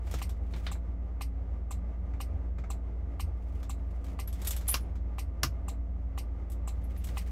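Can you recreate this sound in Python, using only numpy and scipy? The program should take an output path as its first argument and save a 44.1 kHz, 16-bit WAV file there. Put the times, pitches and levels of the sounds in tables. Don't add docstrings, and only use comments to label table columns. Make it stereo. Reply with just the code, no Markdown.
import sys
import numpy as np
from scipy import signal
from scipy.fft import rfft, irfft, next_fast_len
from scipy.io import wavfile
from scipy.ndimage import map_coordinates

SR = 44100
rng = np.random.default_rng(int(sys.argv[2]) if len(sys.argv) > 2 else 0)


def unload_wav(signal):
    wavfile.write(
        sys.argv[1],
        SR,
        np.round(np.clip(np.atleast_2d(signal).T, -1, 1) * 32767).astype(np.int16),
    )


N = 322371
TIME = np.arange(N) / SR
AGE = np.arange(SR // 3) / SR


def amp(db):
    return 10 ** (np.asarray(db) / 20)


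def unit(x):
    return x / np.sqrt(np.mean(x ** 2) + 1e-20)


def lean_left(db):
    return amp([[db], [-db]])


def along(points, hz):
    f, values = np.transpose(points)
    return np.interp(np.log(hz + 1), np.log(f + 1), values)


def wobble(rate):
    return map_coordinates(rng.standard_normal(int(N * rate / SR) + 4), [TIME * rate])


def filtered(x, response):
    n = x.shape[-1]
    padded = next_fast_len(n + SR // 4)
    return irfft(rfft(x, padded) * response(np.fft.rfftfreq(padded, 1 / SR)), padded)[..., :n]


def resonance(f, hz, width):
    return 1j * f * width / (hz * hz - f * f + 1j * f * width)


def body(modes):
    return lambda f: sum((-1) ** k * amp(db) * resonance(f, hz, width)
                         for k, (hz, width, db) in enumerate(modes))


def fade(t60):
    return amp(-60 * AGE / t60)


def attack(rise_s):
    return 1 - np.exp(-AGE / rise_s)


def noise_pair(size, side_db):
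    mid, side = rng.standard_normal((2, size))
    return unit(np.array([mid + amp(side_db) * side, mid - amp(side_db) * side]))


def coloured_noise(colour, size, side_db):
    return unit(filtered(noise_pair(size, side_db), lambda f: amp(along(colour, f))))


def add(track, s, sound):
    room = track[:, round(s * SR):][:, :len(AGE)]
    room += sound[..., :room.shape[1]]


def crack(colour, side_db, crack_t60, cab_db, cab_t60):
    envelope = attack(0.00098) * (fade(crack_t60) + amp(cab_db) * fade(cab_t60))
    return coloured_noise(colour, len(AGE), side_db) * envelope


# f/Hz, level/dB
AIR_COLOUR = [(60, -23.5), (100, -1), (140, -8), (180, -8), (243, -11), (620, -14), (760, -17),
              (1100, -25.5), (1200, -19), (1300, -27), (1850, -32.5), (2070, -27.5), (2300, -35),
              (4200, -48.5), (6200, -49), (11000, -61)]
# f/Hz, level/dB of side against mid
AIR_WIDTH = [(60, -15.5), (150, -10), (380, -4), (950, 1.5), (2380, 1.5), (5980, -1.5), (15000, 1.5)]

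def cab_air():
    mid, side = filtered(rng.standard_normal((2, N)), lambda f: amp(along(AIR_COLOUR, f)))
    side = filtered(side, lambda f: amp(along(AIR_WIDTH, f)))
    level = amp(-51 + 1.5 * wobble(15))
    return level * unit(np.array([mid + side, mid - side])) * lean_left(.5)


def tone(turns):
    return np.sqrt(2) * np.sin(2 * np.pi * (turns + rng.random()))


# multiple of the engine's cycle rate, level/dB
ENGINE_TONES = [(2, -57), (3, -58.5), (5, -64), (6, -35), (8, -47.5), (10, -57), (18, -63)]
# f/Hz, level/dB
BELT_TONES = [(65.7, -49), (272.1, -60), (334, -68.5), (672.8, -70.5)]
CYCLE_HZ = 9.587

def engine():
    cycles = CYCLE_HZ * TIME + 0.001 * wobble(1.2)
    hum = amp(wobble(9.2)) * sum(amp(db) * tone(round(k) * cycles) for k, db in ENGINE_TONES)
    whine = sum(amp(db + 2.8 * wobble(8.3)) * tone(hz * TIME + 0.1 * wobble(4)) for hz, db in BELT_TONES)
    return (hum + whine) * lean_left(.45)


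# t/s, level/dB
BOOM_SWELLS = [(2.35, -34.5), (3.28, -36), (5.29, -41), (5.5, -39)]
# f/Hz, width/Hz, level/dB
CAB_MODES = [(44, 14, -4.5), (94.4, 15.3, -3), (176.6, 10, -1), (188.7, 12, -2.5), (220.5, 18, -9.5)]
BOOM_HZ, SWELL_HZ, SWELL_HALF_WIDTH_S = 80.9, 79, 0.052

def cab_boom():
    boom = unit(filtered(rng.standard_normal(N), lambda f: resonance(f, BOOM_HZ, width=12) ** 2))
    swell_level = sum(amp(db) * np.exp(-((TIME - s) / SWELL_HALF_WIDTH_S) ** 2) for s, db in BOOM_SWELLS)
    swells = swell_level * tone(SWELL_HZ * TIME + 0.079 * wobble(7))
    shaking = noise_pair(N, side_db=-16.5)
    rumble = unit(filtered(shaking, lambda f: body(CAB_MODES)(f) / (1 + (f / 300) ** 4)))
    return (amp(-46.5) * boom + swells + amp(-51) * rumble) * lean_left(.45)


# t/s of the peak, level/dB, build-up/s
HAND_STROKES = [(0.156, -47.5, 0.12), (0.646, -57.5, 0.29), (3.62, -70, 0.46), (4.1, -66.5, 0.79),
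                (4.54, -49, 0.35), (4.735, -46.5, 0.13), (7.12, -57.5, 0.36), (7.31, -54, .45)]
# f/Hz, level/dB
RUB_COLOUR = [(900, -5.5), (1700, -0.5), (2150, 2.5), (2800, -1.5), (4000, -7), (7000, -8), (10000, -12),
              (13000, -15), (15500, -11)]
BUILD_DB, LET_GO_DB_PER_S, CATCHES_PER_S = 23.5, 193, 30

def rustle():
    level = sum(amp(db - np.maximum(BUILD_DB * (s - TIME) / build_s, LET_GO_DB_PER_S * (TIME - s)))
                for s, db, build_s in HAND_STROKES)
    slide = amp(-2.5 + 3.4 * wobble(45) + 1.1 * wobble(480))
    slips = (rng.random(N) < CATCHES_PER_S / SR) * amp(1 + 3 * rng.standard_normal(N))
    catches = signal.fftconvolve(slips, fade(0.053))[:N]
    return level * (slide + catches) * coloured_noise(RUB_COLOUR, N, side_db=-1)


# t/s, level/dB
TRIM_BLOWS = [(0.136, -33.5), (0.535, -36), (2.584, -37.5), (4.742, -38.5), (5.433, -28)]
# f/Hz, level/dB, fade time/s
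TRIM_MODES = [(131.5, -2, 0.23), (255, -4.5, 0.101), (323, -9.5, 0.16), (475, -7.5, 0.058)]

def thumps():
    out = np.zeros((2, N))
    ring = sum(amp(db) * fade(t60) * np.sin(2 * np.pi * hz * AGE) for hz, db, t60 in TRIM_MODES)
    for s, db in TRIM_BLOWS:
        add(out, s, amp(db) * ring * attack(0.0031))
    return out


# t/s, level/dB, brightness/dB
PLASTIC_CLICKS = [(0.0694, -53.5, -4), (0.1118, -44, 1.5), (0.1392, -39.5, -2), (0.2925, -48.5, 3),
                  (0.5615, -52, -3), (0.753, -68, -19), (2.1356, -61.5, -14), (2.584, -55.5, -10.5),
                  (2.6382, -59, -14.5), (3.629, -50.5, -2), (4.0422, -54, 1), (4.0831, -57, -6),
                  (4.276, -51, 2), (4.327, -49, 6), (4.4169, -45, 4.5), (4.4477, -42.5, 6),
                  (4.4714, -34, 10), (4.5072, -35, 9.5), (4.564, -41, 5.5), (4.6109, -50, 1),
                  (4.6832, -36, 7), (4.9549, -57.5, -5), (6.4994, -61, 13), (6.5177, -55.5, 11),
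                  (7.0427, -49, 10), (7.07, -51, 5)]

def clicks():
    knock_colour = [(150, -45), (450, -1), (850, -3.5), (1120, -5), (1550, -7), (1850, -10),
                    (2400, -9.5), (3500, -44.5)]
    clack_colour = [(1400, -39), (2200, -8), (2900, 1), (3500, 5), (4400, 0), (5500, 1.5),
                    (7500, -1), (10000, -39.5)]
    tick_colour = [(5500, -18.5), (8000, -1.5), (9800, -10.5), (11600, -4.5), (13500, -6.5),
                   (15500, -14.5)]
    out = np.zeros((2, N))
    for s, db, bright_db in PLASTIC_CLICKS:
        knock = crack(knock_colour, side_db=-2.5, crack_t60=.012, cab_db=-.5, cab_t60=.12)
        clack = crack(clack_colour, side_db=0, crack_t60=.016, cab_db=4.5, cab_t60=.16)
        tick = crack(tick_colour, side_db=.5, crack_t60=.0061, cab_db=-7.5, cab_t60=.11)
        click = amp(-1.5 - bright_db) * knock + amp(-9) * clack + amp(2.5 + bright_db) * tick
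        add(out, s, amp(db) * click)
    return out * lean_left(.8)


# t/s, level/dB, which key (0 or 1)
KEY_TOUCHES = [(4.275, -40.5, 1), (4.473, -29, 1), (4.564, -34.5, 1), (4.679, -27, 0), (4.687, -21.5, 0),
               (4.712, -23.5, 0), (4.808, -53.5, 0), (6.839, -55, 0), (6.975, -50, 0)]
# f/Hz, level/dB, fade time/s
KEY_MODES = [
    [(9020, -19, .1), (9800, -3, .11), (9832, -4, .11), (12482, -4, .11), (13922, -9, .1)],
    [(11540, 0, .085), (11630, -4, .07), (12300, -8, .05)],
]

def keys():
    scrape_colour = [(6000, -25.5), (9500, 1), (15000, -1)]  # f/Hz, level/dB
    out = np.zeros((2, N))
    for s, db, which in KEY_TOUCHES:
        ring = np.zeros((2, len(AGE)))
        for hz, mode_db, t60 in KEY_MODES[int(which)]:
            gain = amp(mode_db + rng.normal(0, 1.5, (2, 1)))
            ring += gain * fade(t60) * np.sin(2 * np.pi * (hz * AGE + rng.random((2, 1))))
        scrape = crack(scrape_colour, side_db=-3.5, crack_t60=.012, cab_db=-1.5, cab_t60=.12)
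        add(out, s, amp(db) * (ring * attack(0.00088) + amp(-15) * scrape))
    return out * lean_left(.6)


# t/s, level/dB
SOFT_KNOCKS = [(0.536, -44), (0.6651, -34)]
# f/Hz, level/dB
TRIM_COLOUR = [(200, -17), (550, -1.5), (1400, -1), (2050, 1.5), (2700, -6), (3700, 0), (5000, -11),
               (15000, -35)]

def knocks():
    out = np.zeros((2, N))
    for s, db in SOFT_KNOCKS:
        add(out, s, amp(db) * crack(TRIM_COLOUR, side_db=1, crack_t60=.045, cab_db=-5, cab_t60=.2))
    return out * lean_left(1.2)


# t/s, level/dB
SWITCH_SNAPS = [(4.7415, -18.5), (5.432, -16)]
# f/Hz, level/dB
SWITCH_COLOUR = [(200, -11), (850, -9.5), (1100, 2.5), (1550, -3), (1850, -10), (2800, -4.5), (3600, -11.5),
                 (5400, -2.5), (7500, -13), (9800, -20), (11400, -8.5), (13000, -17), (15500, -18.5)]

def switch():
    out = np.zeros((2, N))
    for s, db in SWITCH_SNAPS:
        add(out, s, amp(db) * crack(SWITCH_COLOUR, side_db=-1, crack_t60=.015, cab_db=-7.5, cab_t60=.11))
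    return out * lean_left(1.2)


# f/Hz, width/Hz, level/dB
PANEL_MODES = [(795, 41, -0.5), (1014, 41.5, -1.5), (1173, 62, -.5)]
FLASH_PERIOD_S = .9934

def relay_stroke(first_s, modes, tick_db, knock_db, direct_db, direct_t60, tail_t60, rise_s):
    def strength(f):
        return sum(amp(db) * np.abs(resonance(f, hz, width) * resonance(f, hz, 4 * width))
                   for hz, width, db, _ in modes)

    def delayed_ring(f):
        lag_s = along([(hz, abs(delay)) for hz, _, _, delay in modes], f)
        return strength(f) * np.exp(-2j * np.pi * np.cumsum(lag_s) * f[1])

    envelope = attack(rise_s) * (amp(direct_db) * fade(direct_t60) + fade(tail_t60) + amp(-39) * fade(.19))
    cab_paths = noise_pair(len(AGE), side_db=1.5)
    panel_paths = noise_pair(len(AGE), side_db=1)
    blow = np.exp(-((AGE - .001) / .0001) ** 2)
    out = np.zeros((2, N))
    for s in np.arange(first_s, N / SR, FLASH_PERIOD_S):
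        bounce = 0.64 * noise_pair(len(AGE), side_db=-2)
        rattle = panel_paths + bounce
        tick = filtered(envelope * (cab_paths + bounce), delayed_ring)
        first_touch = filtered(fade(.035) * attack(.001) * unit(rattle), strength)
        knock = filtered(blow + .06 * fade(.22) * rattle, body(PANEL_MODES))
        stroke = amp(tick_db) * (tick + amp(-7) * first_touch) + amp(knock_db) * knock
        add(out, s, amp(rng.normal(0, .5)) * stroke)
    return out


# f/Hz, width/Hz, level/dB, delay/s
CLOSING_MODES = [(2045, 100, 0.5, 0.00078), (2600, 460, -3.5, .001), (2970, 104, -7.5, .001),
                 (4050, 180, -11.5, .001), (4630, 570, -13.5, 0.0083), (5600, 1570, -13.5, 0.0098),
                 (7300, 460, -19, 0.0032), (8580, 280, -2.5, 0.0068), (11280, 740, -13.5, 0.0069),
                 (12720, 400, -8.5, .007), (15200, 500, -20.5, 0.0036)]
# f/Hz, width/Hz, level/dB, delay/s
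OPENING_MODES = [(2150, 540, -18, 0.01), (2680, 400, -8, 0), (3980, 350, -8, 0.0086),
                 (6260, 1400, -16.5, 0.0038), (7460, 290, -4, 0), (8030, 900, -9, 0),
                 (9300, 500, -22.5, 0.00026), (11700, 1200, -22, 0.0045), (12700, 600, -19, 0.00025),
                 (14330, 1200, -21.5, 0.0034)]

def relay():
    closing = relay_stroke(first_s=.2150, modes=CLOSING_MODES, tick_db=-26, knock_db=-12.5,
                           direct_db=-25, direct_t60=.016, tail_t60=.11, rise_s=.0021)
    opening = relay_stroke(first_s=.7143, modes=OPENING_MODES, tick_db=-29.5, knock_db=-14.5,
                           direct_db=-8, direct_t60=.0066, tail_t60=.12, rise_s=.001)
    return (closing + opening) * lean_left(.5)


def scene():
    foreground = relay() + clicks() + switch() + knocks() + thumps() + keys() + rustle()
    return foreground + engine() + cab_boom() + cab_air()


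TREBLE_LIMIT_HZ = 15700

def record(dry):
    return filtered(dry, lambda hz: 1 / (1 + (hz / TREBLE_LIMIT_HZ) ** 120))


dry = scene()
out = record(dry)
unload_wav(out)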